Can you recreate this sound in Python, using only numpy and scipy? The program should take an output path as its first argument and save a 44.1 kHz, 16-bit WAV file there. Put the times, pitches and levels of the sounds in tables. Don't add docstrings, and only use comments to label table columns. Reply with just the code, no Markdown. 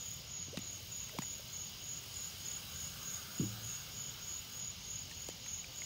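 import sys
import numpy as np
from scipy import signal
from scipy.fft import rfft, irfft, next_fast_len
from scipy.io import wavfile
from scipy.ndimage import uniform_filter1d, map_coordinates

SR = 44100
rng = np.random.default_rng(int(sys.argv[2]) if len(sys.argv) > 2 else 0)


def decibels_to_gain(level_db):
    exponent = np.asarray(level_db, float) / 20
    return 10 ** exponent


def bounce(signal):
    frames = np.transpose(np.atleast_2d(signal))
    limited = np.clip(frames, -1, 1)
    pcm = np.round(limited * 32767).astype(np.int16)
    wavfile.write(sys.argv[1], SR, pcm)


N = 257984
T = np.arange(N) / SR

# time_s, strokes_count
WING_STROKES = [(0, -.3), (.3, 11.1), (.5, 19.16), (1, 40.26), (2, 81.51), (2.75, 112.01), (4.25, 172.27),
                (4.5, 181.97), (5, 202.8), (5.25, 213.09), (5.5, 222.59), (5.9, 238.6)]
# time_s, level_db
SINGING_EFFORT = [(0, -64), (.1, -58), (.2, -63), (.38, -72), (.55, -67), (.8, -60.5), (1.3, -60),
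                  (2.1, -61.5), (2.7, -58.5), (3.3, -60), (4.05, -63.5), (4.58, -58.5), (4.62, -66),
                  (5.25, -62.5), (5.34, -66), (5.85, -63)]
# freq_hz, density_db
WING_COLOUR = [(9000, -45), (11700, -14), (12150, -7), (12500, -11), (13600, -10), (14300, -2), (14700, -6),
               (15300, -2), (15700, 1), (15900, -55)]
# freq_hz, density_db
GRASS_COLOUR = [(6000, -51), (7000, -2), (7400, -0.5), (7800, -2.5), (9000, -2), (11000, -3), (13000, -6.5),
                (14000, -2), (15000, 0), (15750, -5), (15900, -60)]
# freq_hz, density_db
SIZZLE_COLOUR = [(11000, -44), (13000, -8), (14200, -1), (15200, 1), (15750, -7), (15900, -60)]
# freq_hz, density_db
CICADA_COLOUR = [(1300, -32.5), (1750, -17), (2230, -6), (2500, -9.5), (2750, -3), (2990, 0.2), (3250, -3),
                 (4100, -5), (4300, -6), (5050, -2), (5900, -6), (6300, -5.5), (7000, -8), (7600, -50)]
# time_s, level_db
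CICADA_SWELL = [
    (0, -52.5),
    (1.9, -52),
    (2.5, -51),
    (5.85, -52),
]
# freq_hz, density_db
RUMBLE_COLOUR = [(15, -49), (25, -35), (30, -53), (43, -7), (102, 0.5), (128, -2), (176, -5), (198, -10),
                 (223, -10), (320, -27), (420, -47), (700, -120)]
MURMUR_COLOUR = [(150, -48), (260, -3), (538, -2), (644, -4), (725, -3.5), (1000, -5.5), (1300, -8.5),
                 (2200, -120)]
TYRE_COLOUR = [(530, -10), (900, -27), (962, -11), (1130, 2), (1300, 3), (1580, 4.5), (1750, -2),
               (1850, -13), (2400, -34), (4070, -120)]
# middle_s, level_db
CHIRPS = [(.069, -42), (0.369, -42), (0.672, -42.5), (.975, -42.5), (1.28, -41), (1.588, -43), (1.918, -41),
          (2.218, -39), (2.513, -41.5), (2.816, -41.5), (3.112, -43), (3.409, -43), (3.698, -39.5),
          (4.038, -41), (4.335, -41.5), (4.649, -40.5), (4.963, -40.5), (5.254, -49), (5.54, -40),
          (5.838, -41)]
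CHIRP_PULSES = [6] + [5] * 19
# middle_s, top_level_db
CHORUS_SWELLS = [(.09, -48.5), (.394, -46.5), (.708, -48.5), (.998, -46.5), (1.299, -47.5), (1.6, -46.5),
                 (1.908, -47), (2.211, -48.5), (2.503, -47), (2.813, -47.5), (3.118, -45), (3.423, -47.5),
                 (3.728, -46), (4.024, -47), (4.311, -46), (4.618, -46), (4.935, -46.5), (5.235, -49),
                 (5.532, -46.5), (5.84, -47.5)]
# freq_hz, density_db
SCRAPE_COLOUR = [(6000, -26), (6350, -26), (7100, 0), (7450, -5.5), (7800, -22)]
# start_s, case_db, bright_crack_db
TAPS = [(.139, -46, -36), (0.572, -28.5, -37), (.588, -43, -33), (1.094, -40, -60), (1.187, -32, -31),
        (1.2195, -33, -47), (1.223, -38, -45), (1.235, -39, -46), (2.037, -41, -45), (5.1118, -36, -52),
        (5.286, -33.5, -33), (5.297, -37, -45), (5.4628, -39, -49), (5.6442, -45, -51), (5.8187, -43, -47)]
# centre_hz, width_hz, level_db
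CASE_MODES = [(950, 190, 2), (2000, 360, 3.5), (3150, 1200, -4), (4430, 1000, -1.5), (6900, 1800, -3)]
# middle_s, pitch_hz, level_db
TRILLS = [(.38, 4100, -68), (.65, 4090, -61), (0.641, 4489, -67), (1.531, 4112, -64), (1.53, 4460, -63),
          (2.21, 4059, -63), (2.38, 4470, -70), (2.68, 3930, -61), (3.08, 4059, -65), (3.29, 4521, -68),
          (3.56, 3970, -61), (4.32, 4380, -63), (4.4, 3983, -67), (4.9, 4069, -67), (5.13, 4198, -64),
          (5.47, 4000, -66), (5.74, 4489, -64)]
# start_s, peak_db, first_hz, last_hz, t60_s
THUMPS = [
    (0.4827, -40.5, 350, 200, 0.014),
    (0.574, -27.5, 326, 89, 0.027),
    (0.59, -35, 294, 150, 0.027),
    (1.189, -26.5, 340, 102, 0.033),
    (3.397, -23, 323, 133, 0.049),
    (3.412, -30, 414, 250, 0.033),
    (3.451, -37, 200, 120, 0.037),
    (5.2893, -29.5, 564, 70, 0.0088),
]
# start_s, length_s, peak_db, first_hz, last_hz
SQUEAKS = [
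    (0.53, 0.023, -44.5, 393, 624),
    (1.127, 0.019, -54.5, 624, 614),
    (1.144, 0.0256, -49, 354, 676),
]
# start_s, level_db, pitch_hz, t60_s
RINGS = [(0.572, -34.5, 3800, 0.0068), (0.5734, -37, 950, 0.0062), (.573, -44, 1950, .007),
         (0.5767, -40, 2820, 0.0087), (0.58, -45, 2620, .012), (1.094, -48.5, 2000, .02),
         (1.187, -32.5, 990, 0.0093), (1.187, -41, 2290, 0.0087), (1.221, -46, 780, 0.018),
         (1.186, -41, 3400, 0.011), (1.188, -44, 4500, .008), (1.396, -52, 570, 0.045),
         (5.1123, -46.5, 1830, 0.027), (5.288, -49, 840, 0.0091), (5.4623, -45, 2330, .011),
         (5.6435, -42.5, 2400, 0.013), (5.8193, -41, 2150, .016)]
# pitch_hz, level_db, t60_s
WALL_MODES = [(110.8, -36.5, 0.88), (197, -44, 0.77), (292.5, -48, 0.35)]
# from_hz, to_hz, under_db
MASKED_BANDS = [(7240, 7580, -28), (7580, 7920, -27), (7920, 8270, -27.3), (8270, 8610, -30.5),
                (8610, 8960, -32)]


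def unit(x):
    return x / np.sqrt(np.mean(x ** 2) + 1e-20)


def curves(rows):
    s, *cols = np.transpose(rows)
    return [np.interp(T, s, c) for c in cols]


def wobble(rate, size=1):
    coarse = T[::64]
    knots = rng.standard_normal((size, int(N * rate / SR) + 4))
    return np.squeeze([np.interp(T, coarse, map_coordinates(row, [coarse * rate])) for row in knots])


def rush(spectrum, patchy_db, size=N):
    z = signal.stft(rng.standard_normal(size + 512), SR, nperseg=512)[2]
    field = uniform_filter1d(rng.standard_normal(z.shape), 5, 0)
    field = uniform_filter1d(field, 10, 1)
    x = signal.istft(z * decibels_to_gain(patchy_db * unit(field)), nperseg=512)[1]
    f, db = np.transpose(spectrum)
    m = next_fast_len(len(x))
    hz = np.fft.rfftfreq(m, 1 / SR)
    colour = decibels_to_gain(np.interp(np.log(hz + 1), np.log(f + 1), db))
    return unit(irfft(rfft(x, m) * colour, m)[:size])


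def tone(hz):
    return np.sin(2 * np.pi * np.cumsum(hz) / SR)


def add(out, s, sound):
    part = out[max(round(s * SR), 0):][:len(sound)]
    part += sound[:len(part)]


def field_echo(x, t60, wet_db):
    t = np.arange(SR // 3) / SR
    tail = rng.standard_normal(len(t)) * decibels_to_gain(-60 * t / t60) * np.clip(t / 0.0048, 0, 1)
    return x + decibels_to_gain(wet_db) * signal.fftconvolve(x, tail / np.linalg.norm(tail))[:N]


def shimmer(x, depth_db):
    z = signal.stft(x, nperseg=4096)[2]
    patches = uniform_filter1d(rng.standard_normal(z.shape), size=4, axis=1)
    field = decibels_to_gain(depth_db * unit(patches))
    return signal.istft(z * unit(field), nperseg=4096)[1][:N]


def bush_crickets():
    join_s, tire_s, leave_s = 2.02, 3.7, 4.6
    second_db, tire_db = -61, -15
    hiss_db, hiss_follows = -63, 0.53
    in_step_share, blur = 0.61, 0.33
    sizzle_db = -60

    rasp_db, = curves(SINGING_EFFORT)
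    duet = np.clip((T - join_s) / (leave_s - join_s), 0, 1)
    tired = np.clip((T - tire_s) / (leave_s - tire_s), 0, 1)
    second = (duet > 0) * (duet < 1) * decibels_to_gain(second_db + tire_db * tired)
    first = decibels_to_gain(hiss_db + hiss_follows * (rasp_db - np.median(rasp_db)))
    hiss = np.hypot(first, second)

    in_step = in_step_share - blur * np.sin(np.pi * duet) ** 2
    strokes, = curves(WING_STROKES)
    throb = ((1 + np.cos(2 * np.pi * strokes)) / 2) ** 0.8
    throb = 1 + np.clip(in_step, 0, 1) * (throb / throb.mean() - 1)
    rasp = decibels_to_gain(rasp_db) * unit(throb * rush(WING_COLOUR, patchy_db=1.1))
    sizzle = decibels_to_gain(sizzle_db) * np.sin(np.pi * duet ** 1.3) ** 0.8 * rush(SIZZLE_COLOUR, patchy_db=0.0)
    return sizzle + rasp + hiss * unit(throb + 5.5) * rush(GRASS_COLOUR, patchy_db=1.5)


def far_cicadas():
    swell_db, = curves(CICADA_SWELL)
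    return decibels_to_gain(swell_db + 0.31 * wobble(8.6)) * rush(CICADA_COLOUR, patchy_db=0.74)


def far_road():
    pass_s, pass_db, half_power_s = 3.24, -60, 0.65
    traffic_db, rumble_db, murmur_db = -71.5, -56, -65
    car = decibels_to_gain(pass_db) / np.hypot(1, (T - pass_s) / half_power_s)
    tyres = np.hypot(car, decibels_to_gain(traffic_db))
    rumble = decibels_to_gain(rumble_db + 0.57 * wobble(2.9)) * rush(RUMBLE_COLOUR, patchy_db=0.5)
    murmur = np.hypot(decibels_to_gain(murmur_db), 0.5 * tyres) * rush(MURMUR_COLOUR, patchy_db=0.96)
    return rumble + murmur + tyres * rush(TYRE_COLOUR, patchy_db=1.5)


def near_cricket():
    pitch_hz, sag_hz, gap_s, length_s = 6950, 60, 0.0275, 0.017
    out = np.zeros(N)
    u = np.arange(round(length_s * SR)) / (length_s * SR)
    shape = np.sin(np.pi * u ** 1.05) ** 0.9
    for (s, db), count in zip(CHIRPS, CHIRP_PULSES):
        for k, (size, tune, late) in enumerate(rng.standard_normal((count, 3))):
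            stroke = tone(pitch_hz + 10 * tune - sag_hz * u)
            start = s + (k - (count - 1) / 2) * gap_s - length_s / 2
            start += 0.00073 * late + 0.0026 * (k == 0)
            add(out, start, decibels_to_gain(db - 4.5 + 1.8 * size) * shape * stroke)
    return field_echo(out, t60=0.14, wet_db=-7)


def cricket_chorus():
    count, rest_db = 15, -66
    rise_s, fall_s, squareness = 0.12, 0.12, 2.15
    levels = []
    for s, db in CHORUS_SWELLS:
        away = np.where(T < s, (s - T) / rise_s, (T - s) / fall_s)
        levels.append(db - 12 * away ** squareness)
    level_db = np.max(levels, axis=0)

    group_hz = 6640 + 90 * wobble(8.2)
    out = np.zeros(N)
    for k, (shift, pace, start) in enumerate(rng.random((count, 3))):
        drift, size = wobble(5, size=2)
        hz = 6490 + 350 * (k + shift) / count + 35 * drift
        stroke_hz = 34 + 4 * pace
        strokes = np.clip(np.sin(2 * np.pi * (stroke_hz * T + start)) + 0.21, 0, 1)
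        nearness = decibels_to_gain(2.6 * size - 3.5 * np.abs(hz - group_hz) / 150)
        out += nearness * strokes * tone(hz + 30 * wobble(60))
    out = field_echo(out, t60=0.15, wet_db=-4)
    even = out / np.sqrt(np.abs(uniform_filter1d(out ** 2, SR // 12)) + 1e-9)
    scrape = decibels_to_gain(level_db - 17.0) * rush(SCRAPE_COLOUR, patchy_db=4.5)
    return even * np.hypot(decibels_to_gain(level_db), decibels_to_gain(rest_db)) + scrape


def case_taps():
    out, jolts, t = np.zeros(N), np.zeros(N), np.arange(SR // 8) / SR
    envelope = decibels_to_gain(-60 * t / 0.012) * (1 - np.exp(-t / 0.0019))
    for s, case_db, crack_db in TAPS:
        grit = rng.standard_normal((2, len(t))) * envelope
        add(out, s, decibels_to_gain(crack_db - 1.0) * np.gradient(grit[0]))
        add(jolts, s, decibels_to_gain(case_db + 9.0) * grit[1])
        add(jolts, s + 0.00121, decibels_to_gain([case_db + 14]))
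    m = next_fast_len(N)
    f = np.fft.rfftfreq(m, 1 / SR)
    case = 0
    for k, (centre, width, db) in enumerate(CASE_MODES):
        damping = 1j * f * width
        case = case + (-1) ** k * decibels_to_gain(db) * damping / (centre * centre - f * f + damping)
    return out + irfft(rfft(jolts, m) * case, m)[:N]


def tree_crickets():
    length_s = 0.17
    out = np.zeros(N)
    u = np.arange(round(length_s * SR)) / (length_s * SR)
    for s, hz, db in TRILLS:
        whistle = np.sin(np.pi * u) * np.sin(2 * np.pi * hz * length_s * u)
        add(out, s - length_s / 2, decibels_to_gain(db + 3) * whistle)
    return out


def thumps():
    out, t = np.zeros(N), np.arange(SR // 8) / SR
    for s, db, first_hz, last_hz, t60 in THUMPS:
        hz = last_hz + (first_hz - last_hz) * np.exp(-t / 0.0054)
        rise_s = min(0.13 * t60, 0.0068)
        add(out, s, decibels_to_gain(db - 60 * t / t60) * (1 - np.exp(-t / rise_s)) * 2 * tone(hz))
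    return out


def skin_squeaks():
    out = np.zeros(N)
    for s, length, db, first_hz, last_hz in SQUEAKS:
        u = np.arange(round(length * SR)) / (length * SR)
        hz = first_hz + (last_hz - first_hz) * u ** 0.92
        level = decibels_to_gain(db + 2.6 * wobble(236)[:len(u)])
        add(out, s, level * np.sin(np.pi * u) ** 0.13 * tone(hz))
    return out


def loose_parts():
    out, t = np.zeros(N), np.arange(SR // 8) / SR
    for s, db, hz, t60 in RINGS:
        envelope = decibels_to_gain(db - 60 * t / t60) * (1 - np.exp(-t / 0.00014))
        add(out, s, envelope * 2 * np.sin(2 * np.pi * hz * t))
    return out


def shed_wall():
    kick_s, rattle_db = 3.399, -41.5
    low_colour = [(70, -42), (100, -4.0), (220, -4.5), (340, -2.0), (420, -44)]  # freq_hz, density_db
    high_colour = [(150, -40), (230, 1.0), (420, 0), (480, -4.0), (560, -42)]
    out, t = np.zeros(N), np.arange(SR) / SR
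    ring = np.zeros(SR)
    for hz, db, t60 in WALL_MODES:
        ring += decibels_to_gain(db - 60 * t / t60) * np.sin(2 * np.pi * (hz * t + rng.random()))
    low = decibels_to_gain(rattle_db - 1 - 60 * t / 0.51) * rush(low_colour, patchy_db=-5.5, size=SR)
    high = decibels_to_gain(rattle_db - 2.0 - 60 * t / 0.21) * rush(high_colour, patchy_db=1.0, size=SR)
    build_up = 1 - np.exp(-(t / 0.04) ** 2)
    add(out, kick_s, ring * build_up + (low + high) * (1 - np.exp(-t / 0.012)))
    return out


def scene():
    far = shimmer(bush_crickets() + far_cicadas() + far_road(), depth_db=2.5) + tree_crickets()
    crickets = near_cricket() + cricket_chorus()
    handling = case_taps() + thumps() + skin_squeaks() + loose_parts()
    mono = far + crickets + handling + shed_wall()
    return np.array([mono, mono])


def top_cut(x):
    return signal.sosfilt(signal.butter(12, 17030, fs=SR, output="sos"), x)


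def record(dry):
    top_hz = 15730
    hz, _, z = signal.stft(dry[0], SR, nperseg=2048)

    def power(lo, hi):
        return np.mean(np.abs(z[(hz >= lo) & (hz < hi)]) ** 2, axis=0)

    chirp = power(6400, 7050)
    keep = np.ones(z.shape) * (hz < top_hz)[:, None]
    for lo, hi, under_db in MASKED_BANDS:
        keep[(hz >= lo) & (hz < hi)] = power(lo, hi) > chirp * decibels_to_gain(2 * under_db)
    mono = signal.istft(z * keep, SR, nperseg=2048)[1][:N]
    return top_cut(np.array([mono, mono]))


dry = scene()
out = record(dry)
bounce(out)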